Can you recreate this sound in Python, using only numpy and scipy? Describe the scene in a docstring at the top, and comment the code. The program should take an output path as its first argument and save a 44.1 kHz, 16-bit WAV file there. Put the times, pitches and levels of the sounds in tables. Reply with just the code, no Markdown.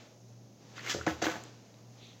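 """A skateboard on carpet in a small furnished room, a metre from a phone microphone on the floor.
Cloth rustles (shaped noise) over soft room noise and a beating appliance hum (two sines). Axles and wheels tick,
a shoe scrapes off the grip tape (dense grit clicks), a foot stamps and the floorboards boom (struck modes).
The wooden deck hits on its edge, flips and lands top down with a rattle and a slide (ringing modes and cracks).
The clothes rustle on and a shoe brushes softly away. A decaying noise tail is the room's answer."""
import sys
import numpy as np
from scipy import signal
from scipy.fft import rfft, irfft
from scipy.io import wavfile
from scipy.ndimage import uniform_filter1d

SR = 44100
rng = np.random.default_rng(int(sys.argv[2]) if len(sys.argv) > 2 else 0)


def persist_wave(psi):
    """Save psi, clipped to +-1, as 16-bit WAV."""
    counts = np.round(np.clip(psi, -1, 1) * 32767).astype(np.int16)
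    wavfile.write(sys.argv[1], SR, np.atleast_2d(counts).T)


N = 97020
T = np.arange(N) / SR


def undb(db):
    """Decibels to an amplitude factor."""
    return 10 ** (np.asarray(db) / 20)


def unit(x):
    """Scale to an RMS of 1."""
    return x / np.sqrt(np.mean(x ** 2))


def at(table, x, col=1):
    """Straight lines between the rows of a table, whose first column is the x axis."""
    rows = np.array(table, float)
    return np.interp(x, rows[:, 0], rows[:, col])


def colour(x, table):
    """Causal minimum-phase filter through points of frequency_hz, gain_db."""
    points = np.array(table, float)
    hz = np.maximum(np.arange(2049) * SR / 4096, 1)
    gain_db = np.interp(np.log(hz), np.log(points[:, 0]), points[:, 1])
    cepstrum = irfft(gain_db * np.log(10) / 20)
    # folding the cepstrum forward gives the minimum phase
    cepstrum[1:2048] *= 2
    cepstrum[2049:] = 0
    impulse = irfft(np.exp(rfft(cepstrum)))
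    return signal.fftconvolve(x, impulse)[:len(x)]


def walk(rate):
    """Random levels held for 1 / rate seconds and smoothed, with an RMS of 1."""
    hold = max(int(SR / rate), 1)
    steps = rng.standard_normal(N)[np.arange(N) // hold]
    return unit(uniform_filter1d(uniform_filter1d(steps, hold), hold))


def ring(t, hz, t60):
    """A mode struck at t = 0: a sine that falls 60 dB in t60 seconds."""
    t = np.maximum(t, 0)
    return np.sin(2 * np.pi * hz * t) * np.exp(-np.log(1000) * t / t60)


def push(x, ms):
    """A soft contact spreads the blow over a half sine of ms, which dulls it."""
    samples = max(ms, .05) * SR / 1000
    force = np.sin(np.pi * np.clip((np.arange(600) + .5) / samples, 0, 1))
    return signal.fftconvolve(x, force / force.sum())[:N]


def octave_bands(noise, octaves):
    """Split noise into overlapping triangular bands centred on 2 ** octave Hz."""
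    n = len(noise)
    spectrum = rfft(noise)
    pitch = np.log2(np.maximum(np.arange(n // 2 + 1) * SR / n, 1))
    return [irfft(spectrum * np.clip(1 - abs(pitch - o), 0, 1), n) for o in octaves]


def room_noise():
    """Soft room noise whose octave bands flicker independently."""
    # colour of the room: frequency_hz, density_db (per Hz)
    room_colour = [(25, -34), (84, -27.5), (110, -17.5), (190, -12), (394, -19), (600, -20.5), (800, -25),
                   (1800, -51), (3300, -45.5), (5000, -35.5), (6500, -30.5), (8100, -53), (16000, -50)]
    level_db, flicker_db, flickers_per_s = -58.5, 1.3, 5.9
    bands = octave_bands(colour(rng.standard_normal(N), room_colour), np.arange(4, 15))
    noise = sum(band * undb(flicker_db * walk(flickers_per_s)) for band in bands)
    return unit(noise) * undb(level_db)


def appliance_hum():
    """Two close sines beat; their shared phase drifts and their level wavers."""
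    hum_hz, beat_hz, loudest_s = 118.0, 1.9, 0.33
    level_db, second_db = -58.5, -5.5  # RMS of the lower sine; the upper one relative to it
    waver_db, drift_rad = 1.5, .3
    phase = 2 * np.pi * hum_hz * T + drift_rad * walk(13)
    second = np.sin(phase + 2 * np.pi * beat_hz * (T - loudest_s))
    level = undb(level_db + waver_db * walk(13.65)) * np.sqrt(2)  # RMS to peak
    return (np.sin(phase) + undb(second_db) * second) * level


def rustle():
    """Clothes rustle: shaped noise with a restless level."""
    # level of the clothes' rustle, which carries on under the board's noise: time_s, level_db
    cloth_level = [
        [(0, -57.5), (.06, -61.5), (.2, -71.5), (.57, -71.5), (.63, -66), (.76, -58)],
        [(1.45, -56), (1.6, -64.5), (1.85, -68.5), (2.2, -64.5)],
    ]
    # colour of cloth: frequency_hz, density_db (per Hz)
    cloth_colour = [(400, 1.5), (1000, -5), (2000, -8.5), (4000, -11), (7000, -9.5), (12000, -32.5)]
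    cloth = unit(colour(rng.standard_normal(N), cloth_colour))
    return cloth * undb(at(sum(cloth_level, []), T) + walk(29.6))


def shoe_brush():
    """A shoe brushes softly over the pile: a narrower band of noise that swells and fades."""
    # the brush: time_s, level_db
    swell = [(1.96, -89), (1.985, -66.5), (2.05, -59), (2.14, -66.5), (2.17, -76)]
    # colour of the brush: frequency_hz, density_db (per Hz)
    brush_colour = [(1000, -31), (1800, -17), (2300, -5), (3000, -5.5), (3500, 0), (4400, -5), (5000, -18),
                    (8000, -15.5)]
    noise = unit(colour(rng.standard_normal(N), brush_colour))
    return noise * undb(at(swell, T) + 0.87 * walk(59.6))


def thumps():
    """Weight shakes the floorboards, which boom in one low mode."""
    # shakes of the floor: start_s, level_db
    shakes = [(0.961, -37), (0.996, -37.5), (1.073, -57), (1.107, -34), (1.141, -50), (1.235, -43),
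              (1.348, -51)]
    boards_hz, boards_t60_s, contact_ms = 79, 0.26, 4.9
    booms = sum(undb(db) * ring(T - s, boards_hz, boards_t60_s) for s, db in shakes)
    return push(booms, contact_ms)


def stamp():
    """A foot lands on the carpet and rings the dull modes of sole and floor."""
    # contacts of the foot: start_s, level_db
    contacts = [(0.9475, -23.5), (0.9587, -30.5), (0.9639, -28.5), (0.971, -37), (0.987, -34.5),
                (1.011, -42)]
    # modes of sole and floor: pitch_hz, level_db, t60_s
    sole = [(127, -14.5, 0.13), (205, -24, 0.12), (341, -11.5, 0.1), (468, -0.5, 0.023), (560, -20, 0.029)]
    contact_ms = 0.67
    thuds = sum(undb(db + mode_db) * ring(T - s, hz, t60)
                for s, db in contacts for hz, mode_db, t60 in sole)
    return push(thuds, contact_ms)


def ticks():
    """Axles and wheels tick: short modes that swell over a moment."""
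    # ticks: start_s, level_db, pitch_hz, t60_s
    small_ticks = [(0.772, -44, 4680, 0.011), (0.781, -32, 1370, 0.01), (0.794, -38.5, 1810, 0.019),
                   (0.792, -33, 4300, 0.0068), (.875, -23, 2140, 0.0087), (1.0118, -25.5, 1440, 0.012),
                   (1.016, -37, 1390, 0.014), (0.941, -34, 1460, 0.018), (0.991, -42.5, 1330, 0.031),
                   (1.068, -23, 1270, 0.0094), (1.078, -18.5, 1780, 0.012), (1.242, -27.5, 1854, 0.024),
                   (1.267, -26, 1518, 0.03), (1.237, -27.5, 1550, .03), (1.297, -34.5, 1550, 0.024),
                   (1.34, -32.5, 1500, 0.013), (1.267, -19, 3320, 0.0059), (1.2525, -17, 15000, 0.0043),
                   (1.3075, -22, 15000, 0.0047), (1.438, -19.5, 7270, 0.0018), (1.438, -24.5, 9200, 0.0022),
                   (1.438, -28, 12300, 0.0025), (1.438, -29, 15300, 0.0025), (1.7425, -41, 2640, 0.0015),
                   (1.7425, -41, 3800, 0.0023), (2.07, -36.5, 6100, 0.0028)]
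    longest_rise_s = 0.0013
    out = 0
    for start, db, hz, t60 in small_ticks:
        swell = np.clip((T - start) / min(longest_rise_s, t60 / 4), 0, 1)
        out = out + undb(db) * ring(T - start, hz, t60) * swell
    return out


def scrape():
    """Grip tape rubs on sole and carpet, and the bearings rattle after the first landing: dense uneven clicks
    that judder and ring deck and axles."""
    # three rubs, the second being the bearings' rattle: time_s, level_db, treble_db, top_octave_db (the last
    # two relative to the middle)
    rubs = [
        [(.73, -82, -4, -2), (.77, -51.5, -1.5, -7), (.795, -50, -11.5, -6), (.826, -55, -2, -2),
         (.86, -46, -3, -2), (.88, -44.5, -2.5, 1.5), (.893, -41, 0.5, -2), (.903, -37.5, 6, 3),
         (.925, -43, 3.5, 3), (.96, -57.5, 8, -6), (1.05, -57.5, -16, -6)],
        [(1.065, -39.5, -5.5, -13), (1.085, -46, -3, 3), (1.11, -46, -2.7, 1), (1.16, -68, -3, 3)],
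        [(1.216, -48, -2, -7), (1.225, -42.5, 10.5, 2), (1.234, -42, -1.5, -4), (1.245, -40.5, 3.5, 2),
         (1.257, -39.5, -1, 0.5), (1.263, -43, -6.5, 6.5), (1.3, -46, -1.5, 0), (1.42, -69.5, 2, 8)],
    ]
    # colours of middle, treble and top octave: frequency_hz, density_db (per Hz)
    mid_colour, treble_colour, air_colour = [(80, -35), (250, 5.5), (700, -1.5), (1500, 4), (2300, 4),
                                             (3500, -5.5), (6000, -28.5)], [(600, -60), (2000, -43), (3000, -0.5),
                                                                 (4500, 0), (6200, 6.5), (8000, 0.5),
                                                                 (10000, -32.5)], [(6000, -46),
                                                                                     (9000, -1.5),
                                                                                     (13000, 1.5),
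                                                                                     (16000, -3)]
    # modes of the rubbed deck and axles: pitch_hz, level_db, t60_s
    rubbed_modes = [(1553, -26, 0.09), (2158, -2.5, 0.032), (2920, -5.5, 0.019), (3960, -15, 0.034),
                    (4840, 0, 0.0076), (5130, -2, 0.0057), (5550, -23, 0.067)]
    level_db, rubbed_db = -1, -24.5
    grit_per_s, grit_db = 11000, 2  # grit_db is the mean of an exponential spread of sizes
    judder_db, judder_per_s = 0.5, 150
    chance, size = rng.random((N, 2)).T
    clicks = (chance < grit_per_s / SR) * rng.standard_normal(N) * undb(-grit_db * np.log(1 - size))
    rings = 0
    for hz, db, t60 in rubbed_modes:
        mode = signal.fftconvolve(clicks, ring(T[:SR // 10], hz, t60))[:N]
        rings = rings + undb(db) * unit(mode)
    grit = unit(clicks) + undb(rubbed_db) * rings
    mid, treble, air = (unit(colour(grit, c)) for c in (mid_colour, treble_colour, air_colour))
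    # silent outside the rubs
    gain = sum(undb(at(rub, T)) * (T > rub[0][0]) * (T < rub[-1][0]) for rub in rubs)
    treble_gain, air_gain = (undb(at(sum(rubs, []), T, col=c)) for c in (2, 3))
    judder = undb(level_db + judder_db * walk(judder_per_s))
    return judder * gain * (mid + treble_gain * treble + air_gain * air)


def deck():
    """Each blow rings the wooden modes by its place, with a crack, until the carpet mutes the modes."""
    # blows: start_s, level_db, contact_ms, place (0-1 along the deck),
    # crack_db (relative to the blow), bend_db (bending mode, relative to the blow)
    blows = [(1.0657, -26, 0.48, 0.5, -8, -45), (1.069, -22, 0.45, 0.31, -13, -37),
             (1.0718, -18.5, 0.49, 0.079, -31, -6), (1.0777, -19.5, 0.81, 0.18, -19, -36),
             (1.097, -27, 0.57, 0.069, -13.5, -38), (1.219, -26.5, 0.16, 0.37, -8, -33),
             (1.2235, -21.5, 0.47, 0.27, -15.5, -7.5), (1.232, -25, 0.74, 0.32, -17, -24),
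             (1.241, -33, 0.34, 0.38, -7, -28), (1.256, -23.5, 0.5, 0.315, -13, -22),
             (1.2667, -25, 0.3, 0.624, -5, -0.5), (1.272, -43, 1, 0.4, -20, -4),
             (1.284, -28, 0.27, 0.318, -9.5, -37), (1.292, -30, 0.42, 0.26, -25, -24),
             (1.3, -36.5, 0.16, 0.405, -11, -23), (1.311, -28, 0.47, 0.21, -8, -24),
             (1.322, -42, 0.44, 0.27, -1, -22), (1.339, -31, 0.31, 0.305, -16, -33),
             (1.356, -33.5, 0.31, 0.17, -8, -35), (1.365, -33, 0.78, 0.16, -14, -44),
             (1.379, -44.5, 0.47, .28, -7, -17)]
    # modes of the deck: pitch_hz, level_db, t60_s
    deck_modes = [(177.4, -15.5, 0.122), (227.4, -13, 0.058), (492.6, -18, 0.18), (527, -9.5, 0.058),
                  (708, -16, 0.15), (780, -7.5, 0.017), (860, -9.5, 0.054), (1084, -25.5, 0.07),
                  (1313, -16, 0.094), (1500, -15.5, 0.057), (1694, -12, 0.07), (1870, -17, 0.083),
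                  (2380, -33, 0.033), (2560, -40, 0.039), (3900, -15, 0.029)]
    # colour of the crack: frequency_hz, density_db (per Hz)
    crack_colour = [(150, -5), (400, 8), (750, 8.5), (1500, 5.5), (3000, -11.5), (6000, -21), (12000, -17)]
    # moments when the deck presses into the pile: time_s
    settles = (1.135, 1.245, 1.3, 1.33, 1.355, 1.39)
    bend_hz, bend_t60_s, carpet_t60_s = 316, .21, 0.063
    crack_ms = 3.5  # time constant
    detune = .012  # spread of each mode's pitch from blow to blow, as a share
    noise = unit(colour(rng.standard_normal(N), crack_colour))
    shifts = rng.standard_normal((len(blows), len(deck_modes)))  # the deck rests differently at every blow
    out = 0
    for (start, db, contact_ms, place, crack_db, bend_db), shift in zip(blows, shifts):
        t = T - start
        modes = undb(bend_db) * ring(t, bend_hz, bend_t60_s)
        for k, (hz, mode_db, t60) in enumerate(deck_modes):
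            excitation = np.cos(np.pi * (k + 1) * place)  # mode shape at the struck place
            modes = modes + undb(mode_db) * excitation * ring(t, hz * (1 + detune * shift[k]), t60)
        rest = min([r for r in settles if r > start] + [T[-1]])
        mute = np.exp(-np.log(1000) * np.maximum(T - rest, 0) / carpet_t60_s)
        crack = noise * np.exp(-np.maximum(t, 0) * 1000 / crack_ms) * (t >= 0)
        out = out + undb(db) * (push(modes * mute, contact_ms) + undb(crack_db) * crack)
    return out


def echo(x):
    """The small room answers: a noise tail whose octave bands die at their own rates."""
    # decay of the room: frequency_hz, t60_s
    decay = [(150, 0.62), (400, 0.39), (1000, 0.34), (2500, 0.32), (6000, 0.43), (12000, 0.48)]
    level_db, rise_ms = -3.5, 4
    t = T[:SR // 2 + SR // 4]
    octaves = np.arange(5, 15)
    bands = octave_bands(rng.standard_normal(len(t)), octaves)
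    tail = sum(band * undb(-60 * t / at(decay, 2. ** o)) for band, o in zip(bands, octaves))
    tail = tail * np.clip(t * 1000 / rise_ms, 0, 1)
    return signal.fftconvolve(x, tail / np.sqrt(np.sum(tail ** 2)))[:N] * undb(level_db)


def scene():
    """The near sources and their echo pass the microphone's colour; room noise and hum join as heard."""
    # colour of the echo: frequency_hz, gain_db
    echo_colour = [(100, -17), (400, -7.5), (1000, 1), (2500, -3), (7000, -2), (14000, -3)]
    # response of the phone's microphone: frequency_hz, gain_db
    microphone = [(40, -28), (62, -12.5), (80, -2.5), (200, 0.5), (4000, 4), (6500, -0.5), (7400, -4),
                  (8200, -11.5), (9300, -24), (12000, -16.5), (16000, -16.5)]
    tick_echo_db = -10.5  # ticks feed the echo more weakly
    near = deck() + scrape() + stamp()
    small = ticks()
    wet = echo(colour(near + undb(tick_echo_db) * small, echo_colour))
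    heard = colour(near + small + wet + thumps() + rustle() + shoe_brush(), microphone)
    return np.array([heard + room_noise() + appliance_hum()])


def record(dry):
    """The phone cuts the top with a steep elliptic low-pass."""
    top_hz = 15950
    return signal.sosfilt(signal.ellip(10, .2, 60, top_hz, fs=SR, output="sos"), dry)


dry = scene()
out = record(dry)
persist_wave(out)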